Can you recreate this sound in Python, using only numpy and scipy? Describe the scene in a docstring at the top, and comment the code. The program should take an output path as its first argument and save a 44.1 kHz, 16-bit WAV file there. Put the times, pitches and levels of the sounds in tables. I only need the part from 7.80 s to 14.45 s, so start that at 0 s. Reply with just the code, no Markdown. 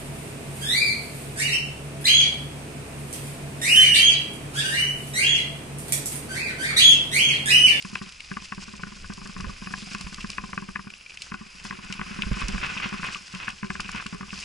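"""A mountain bike runs fast down a forest trail, heard in stereo from a camera microphone worn by the rider.
It opens in dry leaves: noise-burst crackle and crunch, twig cracks, decaying-mode thuds and swept clacks of a loose part.
Runs of evenly spaced bumps follow; around the fifth second comes a bend, with dirt rasp, heavy jolts and a swell of wind.
Then the rasp falls away and the leaves go on crackling.
Brake hiss and wind rumble, both filtered noise, run underneath throughout."""
import sys
import numpy as np
from scipy import signal
from scipy.fft import rfft, irfft, next_fast_len
from scipy.io import wavfile
from scipy.ndimage import map_coordinates

SR = 44100
rng = np.random.default_rng(int(sys.argv[2]) if len(sys.argv) > 2 else 0)


def to_wav(sig):
    """Store sig (one row per channel, or 1-D mono) as 16-bit WAV at the path in sys.argv[1].

    Samples outside -1..1 are clipped; the rate is SR.
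    """
    pcm = np.clip(np.atleast_2d(sig), -1, 1) * 32767
    pcm = np.round(pcm).astype(np.int16)
    wavfile.write(sys.argv[1], SR, pcm.T)  # frames by channels


N = 293176
TIME = np.arange(N) / SR
TOP_HZ = 11100  # upper band limit of the camera


def amp(db):
    """Decibels to gain."""
    return 10 ** (np.asarray(db) / 20)


def unit(x):
    """Scale to rms 1."""
    return x / np.sqrt(np.mean(x ** 2) + 1e-20)


def along(points, hz):
    """(f/Hz, value) points read on a log frequency axis."""
    f, v = np.transpose(points)
    return np.interp(np.log(hz + 1), np.log(f + 1), v)


def curves(rows):
    """One value per sample for each column after the time."""
    s, *cols = np.transpose(rows)
    return [np.interp(TIME, s, c) for c in cols]


def wobble(rate):
    """A smooth random curve, rate knots a second."""
    grid = TIME[::40]
    knots = rng.standard_normal(int(N * rate / SR) + 4)
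    return np.interp(TIME, grid, map_coordinates(knots, [grid * rate]))


def impulse(spectrum, size=2048):
    """The causal, minimum-phase ring of a body with this spectrum, energy 1."""
    cepstrum = irfft(np.log(amp(along(spectrum, np.fft.rfftfreq(size, 1 / SR)))))
    # fold the cepstrum forward in time
    cepstrum[1:size // 2] *= 2
    cepstrum[size // 2 + 1:] = 0
    ring = irfft(np.exp(rfft(cepstrum)))
    return ring / np.linalg.norm(ring)


# likeness of left and right at the microphone: (f/Hz, correlation from -1 to 1)
STEREO_LIKENESS = [(40, 1), (180, 0.78), (350, -0.31), (650, -0.59), (1100, -0.25), (2000, 0.73),
                   (6000, 0.89), (11000, 0.71)]


def spread(pair, spectrum):
    """Two unrelated signals become one coloured stereo sound of rms 1."""
    length = pair.shape[1]
    m = next_fast_len(length + 2048)
    likeness = along(STEREO_LIKENESS, np.fft.rfftfreq(m, 1 / SR))
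    turn = np.arccos(np.clip(likeness, -1, 1)) / 2
    coloured = rfft(pair, m) * rfft(impulse(spectrum), m)
    mid, side = irfft(coloured * [np.cos(turn), np.sin(turn)], m)[:, :length]
    return unit(np.array([mid + side, mid - side]))


def add(track, s, sound):
    """Mix a short stereo sound in at time s."""
    start = max(round(s * SR), 0)
    track[:, start:start + sound.shape[1]] += sound[:, :max(N - start, 0)]


def filtered(x, response):
    """x times a complex response of frequency."""
    m = next_fast_len(N + SR // 2)
    return irfft(rfft(x, m) * response(np.fft.rfftfreq(m, 1 / SR)), m)[:, :N]


def chance_events(rate, level_db):
    """Random moments, the level at each, and two bell-shaped draws for each."""
    rows = rng.random((max(int(rate * N / SR), 1), 3))
    where = (rows[:, 0] * N).astype(int)
    draws = np.clip(np.log(rows[:, 1:] / (1 - rows[:, 1:])) / 2, -2, 2)
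    return TIME[where], level_db[where], *draws.T


def crackle(rate, size_db, life, bed_db):
    """Tiny fractures of very unequal size, each a burst of noise decaying over life s, on a steady noise bed."""
    breaks = (rng.random(N) < rate / SR) * amp(size_db * np.minimum(rng.exponential(size=N), 4))
    power = signal.lfilter([1], [1, -np.exp(-2 / (life * SR))], breaks ** 2)
    return np.sqrt(power / power.mean() + amp(bed_db) ** 2) * rng.standard_normal((2, N))


# air on the microphone, stronger on rough ground: (t/s, level before gain/dB)
WIND_LEVEL = [(0.0, -58), (0.26, -57.5), (0.72, -53.5), (1.74, -45.5), (1.93, -54), (2.48, -52),
              (2.85, -53), (3.16, -62.5), (3.74, -57.5), (4.35, -50), (4.66, -39.5), (4.91, -49.5),
              (5.13, -57), (5.33, -61), (5.54, -63), (6.04, -50), (6.42, -57), (6.65, -55)]
# colour of the buffeting: (f/Hz, relative level/dB per Hz)
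BUFFET_SPECTRUM = [(15, -7), (28, 7), (45, -6), (65, -1.5), (90, -11), (150, -14.5), (300, -21),
                   (700, -25.5), (2000, -92)]


def wind(gain_db=2, lump_db=2.5):
    """The airstream buffets the microphone in lumps of low noise, equally strong left and right."""
    buffet_db, = curves(WIND_LEVEL)
    lumps = amp(lump_db * wobble(23)) * spread(rng.standard_normal((2, N)), BUFFET_SPECTRUM)
    return amp(buffet_db + gain_db) * unit(lumps)


# brake pads brushing the discs: (t/s, level before gain/dB)
DISC_LEVEL = [(0.0, -52.5), (0.94, -59.5), (2.16, -52.5), (3.15, -60), (4.15, -57.5), (4.35, -51),
              (4.72, -54), (5.92, -60), (6.48, -56.5), (6.65, -52)]
# colour of the brushing: (f/Hz, relative level/dB per Hz)
DISC_SPECTRUM = [(1500, -39), (4300, -19), (4750, -1.5), (5000, 4), (5250, -1.5), (5650, -12), (9000, -32),
                 (10100, -5), (11000, -21)]


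def discs(gain_db=-1.5, flutter_db=2):
    """Lightly brushing pads add a thin, fluttering hiss."""
    level_db, = curves(DISC_LEVEL)
    hiss = spread(rng.standard_normal((2, N)), DISC_SPECTRUM)
    return amp(level_db + gain_db + flutter_db * wobble(35)) * hiss


# heavy landings that heave the rider and the camera: (t/s, heave level midway between the ears/dB, f/Hz)
LANDINGS = [(1.626, -35, 60.4), (1.667, -28.5, 57), (2.241, -34.5, 50.5), (4.461, -28, 54),
            (4.51, -20.5, 48.6), (4.632, -25.5, 41.6), (4.687, -35, 50), (4.736, -25, 48.7),
            (4.801, -33, 46)]
# colour of the rough shudder: (f/Hz, relative level/dB per Hz)
SHUDDER_SPECTRUM = [(40, -12), (80, -1), (120, 0), (180, -8), (300, -24), (550, -14), (900, -35),
                    (2000, -63)]


def jolts(t60=0.14, attack=0.0026, right_db=3.5, shudder_db=-6, shudder_t60=0.1):
    """Each landing sets off a few deep decaying cycles and a rough shudder, louder on the right."""
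    out, t = np.zeros((2, N)), np.arange(SR // 3) / SR
    rise = 1 - np.exp(-t / attack)
    for s, db, hz in LANDINGS:
        heave = np.sin(2 * np.pi * hz * t) * amp(-60 * t / t60) * rise
        rough = rng.standard_normal((2, len(t))) * amp(-60 * t / shudder_t60) * rise
        shudder = spread(rough, SHUDDER_SPECTRUM)
        blow = heave / np.abs(heave).max() + amp(shudder_db) * shudder / np.abs(shudder).max()
        add(out, s, blow * amp([[db - right_db], [db + right_db]]))
    return out


# narrow resonances of the frame: (f/Hz, width/Hz, level relative to the direct sound/dB)
FRAME_MODES = [(382.5, 18.5, -3.5), (753, 17, 3.5), (1036.5, 29, -1), (1478, 46, -4), (2040, 31, -3),
               (2531, 66, 1.5), (3160, 27, -28)]


def frame(x):
    """Dirt rasp, thuds and clacks also ring the frame: resonant band-passes are added to the direct sound."""
    def response(f):
        return 1 + sum(amp(db) * 1j * f * w / (c * c - f * f + 1j * f * w) for c, w, db in FRAME_MODES)
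    return filtered(x, response)


# roots and stones that jar the bike: (t/s, clack peak level before gain/dB, thud level before gain/dB)
ROOTS_AND_STONES = [(0.0525, -29, -32.5), (0.1337, -37, -31.5), (0.156, -17, -34.5), (0.2176, -29, -30),
                    (0.5173, -23, -29.5), (0.5712, -20.5, -31.5), (0.7244, -21, -34),
                    (0.7815, -32.5, -30.5), (1.0357, -21.5, -34), (1.0717, -34.5, -35),
                    (1.2455, -31.5, -45), (1.3023, -30.5, -29.5), (1.3247, -34, -41),
                    (1.5661, -26.5, -32.5), (1.6038, -27, -30), (1.6456, -27, -30.5), (1.8239, -32.5, -31),
                    (1.8728, -22.5, -30.5), (1.9119, -35, -34), (1.9403, -16.5, -34.5),
                    (2.15, -21.5, -29.5), (2.446, -25, -28), (2.584, -16.5, -33.5), (2.641, -28, -29.5),
                    (2.7337, -22, -31.5), (2.779, -16, -28.5), (2.8256, -31.5, -34), (2.891, -29.5, -33.5),
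                    (2.9591, -16.5, -34), (2.9949, -27.5, -32.5), (3.073, -33, -34.5), (3.5216, -24.5, -32),
                    (3.5442, -21.5, -29.5), (3.6146, -37, -34.5), (3.8521, -28.5, -35.5),
                    (3.9099, -21, -31.5), (3.9303, -32, -34.5), (3.9907, -35, -36), (4.1035, -31.5, -30.5),
                    (4.1959, -23, -28.5), (4.2152, -18.5, -29), (4.3131, -37, -31), (4.3925, -28, -29),
                    (4.4356, -25.5, -31), (4.4713, -32, -30), (4.5186, -28, -22), (4.6203, -23.5, -30),
                    (4.6922, -31.5, -27), (4.7485, -25.5, -28), (4.7814, -22.5, -34), (4.8702, -24, -33),
                    (4.9686, -26, -33), (5.002, -21.5, -35), (5.061, -22.5, -28), (5.128, -24, -28.5),
                    (5.143, -24.5, -29), (5.1979, -28, -32.5), (5.2322, -20, -35), (5.2433, -21, -39),
                    (5.2889, -22, -36.5), (5.3602, -29.5, -40.5), (5.542, -30.5, -33.5), (5.558, -31, -37),
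                    (5.6825, -16.5, -34), (5.8326, -23, -29), (5.8471, -28, -29.5), (5.9044, -18.5, -27.5),
                    (5.9546, -22, -38), (5.9992, -20.5, -33.5), (6.0926, -23, -37), (6.15, -24, -30.5),
                    (6.2004, -23, -39), (6.2633, -25.5, -30.5), (6.3308, -29.5, -31), (6.3481, -32, -31),
                    (6.4107, -26, -31.5), (6.4318, -31, -34), (6.5322, -27, -30.5)]
# washboard, where the wheel hops evenly:
# (first hop t/s, last hop t/s, hops per s, clack peak level before gain/dB, thud level before gain/dB)
WASHBOARD_RUNS = [(0.826, 0.997, 18, -36, -38), (1.381, 1.497, 26, -35, -36.5),
                  (1.982, 2.118, 21, -39.5, -37.5), (2.211, 2.386, 17, -32, -36)]


def trail(hop_s=0.052, clear_s=0.075, hop_clack_db=14, hop_thud_db=13,
          ripples_per_s=4, ripple_clack_db=7.5, ripple_thud_db=7.5, scatter_db=2):
    """Everything the wheels hit, as (s, clack dB, thud dB); hops and ripples follow the wind table's roughness."""
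    rough_db, = curves(WIND_LEVEL)
    hits = [*ROOTS_AND_STONES]
    for first, last, rate, clack_db, thud_db in WASHBOARD_RUNS:
        for s in np.linspace(first, last, round((last - first) * rate) + 1):
            hits.append((s, clack_db, thud_db))
    # with clear_s of open ground ahead, the wheel comes down once more after a flight of hop_s
    times = np.sort([hit[0] for hit in hits])
    landings = times[np.diff(times, append=np.inf) > clear_s] + hop_s
    db = np.interp(landings, TIME, rough_db)
    hops = zip(landings, db + hop_clack_db, db + hop_thud_db)
    # faint bumps at random moments
    s, db, a, b = chance_events(ripples_per_s, rough_db)
    ripples = zip(s, db + ripple_clack_db + scatter_db * a, db + ripple_thud_db + scatter_db * b)
    return [*hits, *hops, *ripples]


# the thud's modes before random detuning and level scatter:
# (f/Hz, relative level/dB, t60/s, right ear's lag/rad)
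THUD_MODES = [(56, -20, 0.16, 1), (138, -6, 0.03, -1.35), (195.3, -0.5, 0.082, 1.1855),
              (269, -7.5, 0.032, 2.5), (361.8, -15.5, 0.12, 2.5)]


def thuds(bumps, gain_db=5.5, lead=0.00447, attack=0.0025, detune=0.032, vary_db=2,
          bounce_db=-13, bounce_s=0.01618):
    """Every bump shakes a few low, heavily damped modes that rock from side to side, then bounces once."""
    out, t = np.zeros((2, N)), np.arange(SR // 8) / SR
    for s, _, db in bumps:
        ring = np.zeros((2, len(t)))
        for hz, mode_db, t60, lag in THUD_MODES:
            pitch, strength = rng.standard_normal(2)
            phase = 2 * np.pi * hz * np.exp(detune * pitch) * t
            decay = amp(mode_db + vary_db * strength - 60 * t / t60)
            ring += decay * np.sin([phase, phase - lag])
        thud = amp(db + gain_db) * ring * (1 - np.exp(-t / attack))
        add(out, s - lead, thud)
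        add(out, s - lead + bounce_s * (.5 + rng.random()), amp(bounce_db) * thud)
    return out


# colour of the loose part: (f/Hz, relative level/dB per Hz)
CLACK_SPECTRUM = [(300, -22), (700, -21), (900, -12.5), (1130, 3.5), (1340, -5.5), (1550, 2), (2000, -6),
                  (2600, -5), (3200, -21), (5000, -34.5), (11000, -45.5)]


def clacks(bumps, gain_db=-2.0, travel=0.0045, soft=0.58, hard_db=-20, chatter_db=-9, loose=.6,
           chatter_t60=0.056, colour_db=3.5, left_db=6.5, lag=.00008, graze_s=0.00299, graze_db=-15,
           size=4096, count=24):
    """Bending waves carry the treble first, so each clack sweeps down within a few milliseconds."""
    out, t, hz = np.zeros((2, N)), np.arange(size) / SR, np.fft.rfftfreq(size, 1 / SR)
    khz = hz / 1000
    body = rfft(impulse(CLACK_SPECTRUM), size)
    # the part sits to the left: earlier there, and louder in the lower range
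    tilt = amp(left_db / (1 + (khz / 2) ** 4) / 2)
    ears = np.array([tilt, np.exp(-2j * np.pi * hz * lag) / tilt])
    for s, db, _ in bumps:
        delay = travel * np.exp(.25 * rng.standard_normal())  # s, at 1 kHz
        bending = np.exp(-4j * np.pi * delay * hz / np.sqrt(khz + 1e-9))
        # gentle contacts sound duller and chatter more; each lands on a new spot, with a new colour
        gentle = max(hard_db - db, 0)
        colour = np.interp(hz, np.linspace(0, TOP_HZ / 2, count), rng.standard_normal(count))
        contact = amp(colour_db * colour - soft * gentle * np.log2(np.maximum(khz, 1)))
        chatter = rng.standard_normal(size) * amp(-60 * t / chatter_t60) * (1 - np.exp(-t / 0.0011))
        blow = 1 + rfft(amp(chatter_db + loose * gentle) * chatter / np.linalg.norm(chatter))
        clack = irfft(blow * contact * bending * body * ears)
        # the envelope's peak falls at time s
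        swing = np.abs(signal.hilbert(clack.mean(0)))
        start = s - swing.argmax() / SR
        clack = clack * amp(db + gain_db) / swing.max()
        add(out, start, clack)
        # the part grazes its stop just before it strikes
        add(out, start - graze_s * (.5 + rng.random()), amp(graze_db) * clack)
    return out


# the tyres slip or throw up leaves, loudest in the bend:
# (middle t/s, half length/s, dirt level before gain/dB, leaf level before gain/dB)
SLIPS = [(0.647, 0.015, -60, -40.5), (0.828, 0.017, -55, -43.5), (1.665, 0.077, -48.5, -66),
         (2.122, 0.018, -46, -42.5), (3.446, 0.025, -51, -44), (3.868, 0.022, -47, -42.5),
         (4.61, 0.015, -31, -42), (4.837, 0.016, -28, -55), (4.904, 0.016, -32, -47),
         (5.042, 0.018, -27.5, -57), (5.262, 0.024, -32, -44), (5.336, 0.038, -39.5, -40.5),
         (5.56, 0.034, -46, -45.5), (5.624, 0.025, -35, -54), (5.688, 0.021, -36, -57),
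         (6.17, 0.034, -36, -58), (6.619, 0.07, -55, -40.5)]


def scuffs():
    """Power of the dirt and of the leaves thrown by each slip, swelling and fading."""
    s, half, dirt_db, leaf_db = np.transpose(SLIPS)
    grid = TIME[::40]
    swells = np.exp(-np.minimum(((grid - s[:, None]) / half[:, None]) ** 2, 50))
    return [np.interp(TIME, grid, amp(db) ** 2 @ swells) for db in (dirt_db, leaf_db)]


# colour of the bare dirt: (f/Hz, relative level/dB per Hz)
DIRT_SPECTRUM = [(100, -3.5), (200, -6.5), (300, -8.5), (720, -12.5), (1050, -1), (1280, -1), (1500, 0),
                 (1900, -4.5), (2650, 1), (3200, -6), (4000, -14.5), (6000, -20), (11000, -55)]


def dirt(level, slip_db=0.6):
    """Knobs grip and slip on grit in a rasp."""
    rasp = crackle(rate=490, size_db=3.0, life=.0015, bed_db=0) * amp(slip_db * wobble(100))
    return level * spread(rasp, DIRT_SPECTRUM)


# colour of the crushed litter: (f/Hz, relative level/dB per Hz)
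CRUNCH_SPECTRUM = [(300, -12), (1000, -16), (1500, -9.5), (2100, -17), (2350, 2.5), (2560, 2), (2850, 0),
                   (3400, -13.5), (5000, -19), (11000, -45)]


def crunch(level, gain_db=-2.5, clump_db=1.85):
    """The litter beneath is crushed with a deeper grain."""
    grain = spread(crackle(rate=220, size_db=5.0, life=0.0024, bed_db=-8), CRUNCH_SPECTRUM)
    return level * amp(gain_db + clump_db * wobble(70)) * grain


def flicks(rate=260, pitch_hz=5200, scatter=0.45, cycles=3, size_db=4.5, size=256):
    """Single leaves and stalks crack as short decaying sines, each at its own pitch and place; rms 1."""
    rows = rng.random((max(int(rate * N / SR), 1), 4))
    bell = np.log(rows[:, 1] / (1 - rows[:, 1])) / 2
    hz = np.clip(pitch_hz * np.exp(scatter * bell), 1200, 11000)
    turns = hz[:, None] * np.arange(size) / SR
    strength = amp(size_db * np.minimum(-np.log(rows[:, 2]), 4))
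    grains = strength[:, None] * np.sin(2 * np.pi * turns) * np.exp(-2 * turns / cycles)
    where = ((rows[:, :1] * N).astype(int) + np.arange(size)).ravel()
    pan = rows[:, 3:] - .5
    ears = [np.bincount(where, (grains * side).ravel(), N)[:N] for side in (1 + pan, 1 - pan)]
    return unit(np.array(ears))


# colour of the dry leaves: (f/Hz, relative level/dB per Hz)
LEAF_SPECTRUM = [(300, -13), (700, -11), (1500, -8.5), (2600, 1), (3800, -5), (4500, -1.5), (5050, 3.5),
                 (5800, -3), (7500, -6.5), (8600, -11), (9300, -19.5), (10200, -23)]


def leaves(level, gain_db=0.5, clump_db=1.84, flick_db=-8):
    """Dry leaves crackle in clumps under the tread."""
    fizz = spread(crackle(rate=1300, size_db=3.5, life=0.0017, bed_db=3.5), LEAF_SPECTRUM)
    return level * amp(gain_db + clump_db * wobble(55)) * (fizz + amp(flick_db) * flicks())


# big twigs under the tyres: (t/s, peak level before gain/dB, sharp top over the body before gain/dB)
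BIG_TWIGS = [(0.0226, -24.5, 2), (0.1528, -23.5, -13), (0.172, -28, -4), (0.404, -26, -11), (1.335, -28, 8),
             (1.4738, -26.5, 7), (1.606, -28, 1), (2.133, -26, 1), (2.148, -22.5, -4), (2.2099, -24, 3),
             (2.343, -24, 3), (2.4068, -24.5, -10), (2.5012, -21, 10), (3.372, -24, -12),
             (3.4196, -21.5, 1.5), (4.1247, -21, -4), (4.42, -15.5, -21), (4.683, -18.5, 2),
             (4.8644, -21.5, -13), (4.9766, -20.5, -29), (5.3459, -19.5, -20), (5.548, -23, -9),
             (5.689, -26.5, 11), (5.705, -27, 2), (6.0036, -19, -2), (6.1155, -23, 11), (6.2645, -20, -4.5),
             (6.5044, -25.5, -17)]


def litter(leaf_db, twigs_per_s=3, over_leaves_db=16.5, scatter_db=1, sharp_scatter_db=5):
    """The big twigs, and small ones strewn among the leaves, as (s, peak dB, sharpness dB)."""
    s, db, a, b = chance_events(twigs_per_s, leaf_db)
    return [*BIG_TWIGS, *zip(s, db + over_leaves_db + scatter_db * a, sharp_scatter_db * b)]


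# colours of a twig's dull body and of its sharp top: (f/Hz, relative level/dB per Hz)
TWIG_BODY_SPECTRUM = [(500, -18), (1400, -18.5), (2100, -5), (2650, 8.5), (3500, -5.5), (5000, -18.5),
                      (11000, -47.5)]
TWIG_TOP_SPECTRUM = [(1000, -40), (3500, 13), (5100, 19.5), (6300, 11.5), (8000, 11.5), (9300, 4),
                     (10400, 3.5)]


def twigs(snaps, gain_db=-0.5, t60=0.011, attack=0.00055, splinter_db=-17, splinter_t60=0.067,
          ragged_db=3.5, crisp_db=1.0, size=64):
    """Each twig goes with a ragged crack and a brief splintering, dull or sharp."""
    out, t = np.zeros((2, N)), np.arange(SR // 12) / SR
    decay = amp(-60 * t / t60) + amp(splinter_db - 60 * t / splinter_t60)
    shape = decay * (1 - np.exp(-t / attack))
    for s, db, sharp_db in snaps:
        fibres = amp(ragged_db * signal.resample(rng.standard_normal(size), len(t)))
        body, top = rng.standard_normal((2, 2, len(t))) * shape * fibres
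        sharp = amp(sharp_db + crisp_db) * spread(top, TWIG_TOP_SPECTRUM)
        snap = spread(body, TWIG_BODY_SPECTRUM) + sharp
        add(out, s, snap * amp(db + gain_db) / np.abs(snap.mean(0)).max())
    return out


# tyres on the ground, leaves giving way to bare dirt in the bend; levels before gain:
# (t/s, leaf crackle level/dB, deep crunch level/dB, dirt scrub level/dB)
TYRE_LEVELS = [(0.0, -46, -46, -61), (0.26, -50, -50, -56.5), (1.02, -50, -49.5, -58.5),
               (1.61, -51, -53.5, -55.5), (2.02, -45.5, -48.5, -56.5), (2.35, -47.5, -46, -53.5),
               (2.81, -51, -54, -56.5), (3.07, -54.5, -48, -65), (3.63, -52, -52, -56.5),
               (4.15, -51, -50, -48.5), (4.56, -46.5, -56.5, -42.5), (4.91, -45.5, -33.5, -43),
               (5.18, -47, -49.5, -43), (5.35, -48.5, -48.5, -56.5), (5.89, -50, -52, -57.5),
               (6.05, -46.5, -42.5, -51.5), (6.46, -52.5, -57, -55), (6.65, -47, -44, -52)]


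def scene(scrub_db=3.0, scuff_db=-1, rustle_db=-2, grip_db=1.5, cover_db=0.6, patches_per_s=22):
    """Airstream, rattling bike and tyres together; grip and leaf cover vary from patch to patch of ground."""
    leaf_db, crunch_db, dirt_db = curves(TYRE_LEVELS)
    dirt_power, leaf_power = scuffs()
    grip, cover = grip_db * wobble(patches_per_s), cover_db * wobble(patches_per_s)
    # steady rolling and slips add as powers
    dirt_level = np.sqrt(amp(dirt_db + scrub_db + grip) ** 2 + amp(scuff_db) ** 2 * dirt_power)
    leaf_level = np.sqrt(amp(leaf_db + cover) ** 2 + amp(rustle_db) ** 2 * leaf_power)
    bumps = trail()
    bike = frame(dirt(dirt_level) + thuds(bumps) + clacks(bumps)) + jolts() + discs()
    ground = leaves(leaf_level) + crunch(amp(crunch_db + cover)) + twigs(litter(leaf_db))
    return wind() + bike + ground


def record(dry):
    """The camera keeps nothing above its band limit."""
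    return filtered(dry, lambda hz: hz < TOP_HZ)


dry = scene()
out = record(dry)
to_wav(out)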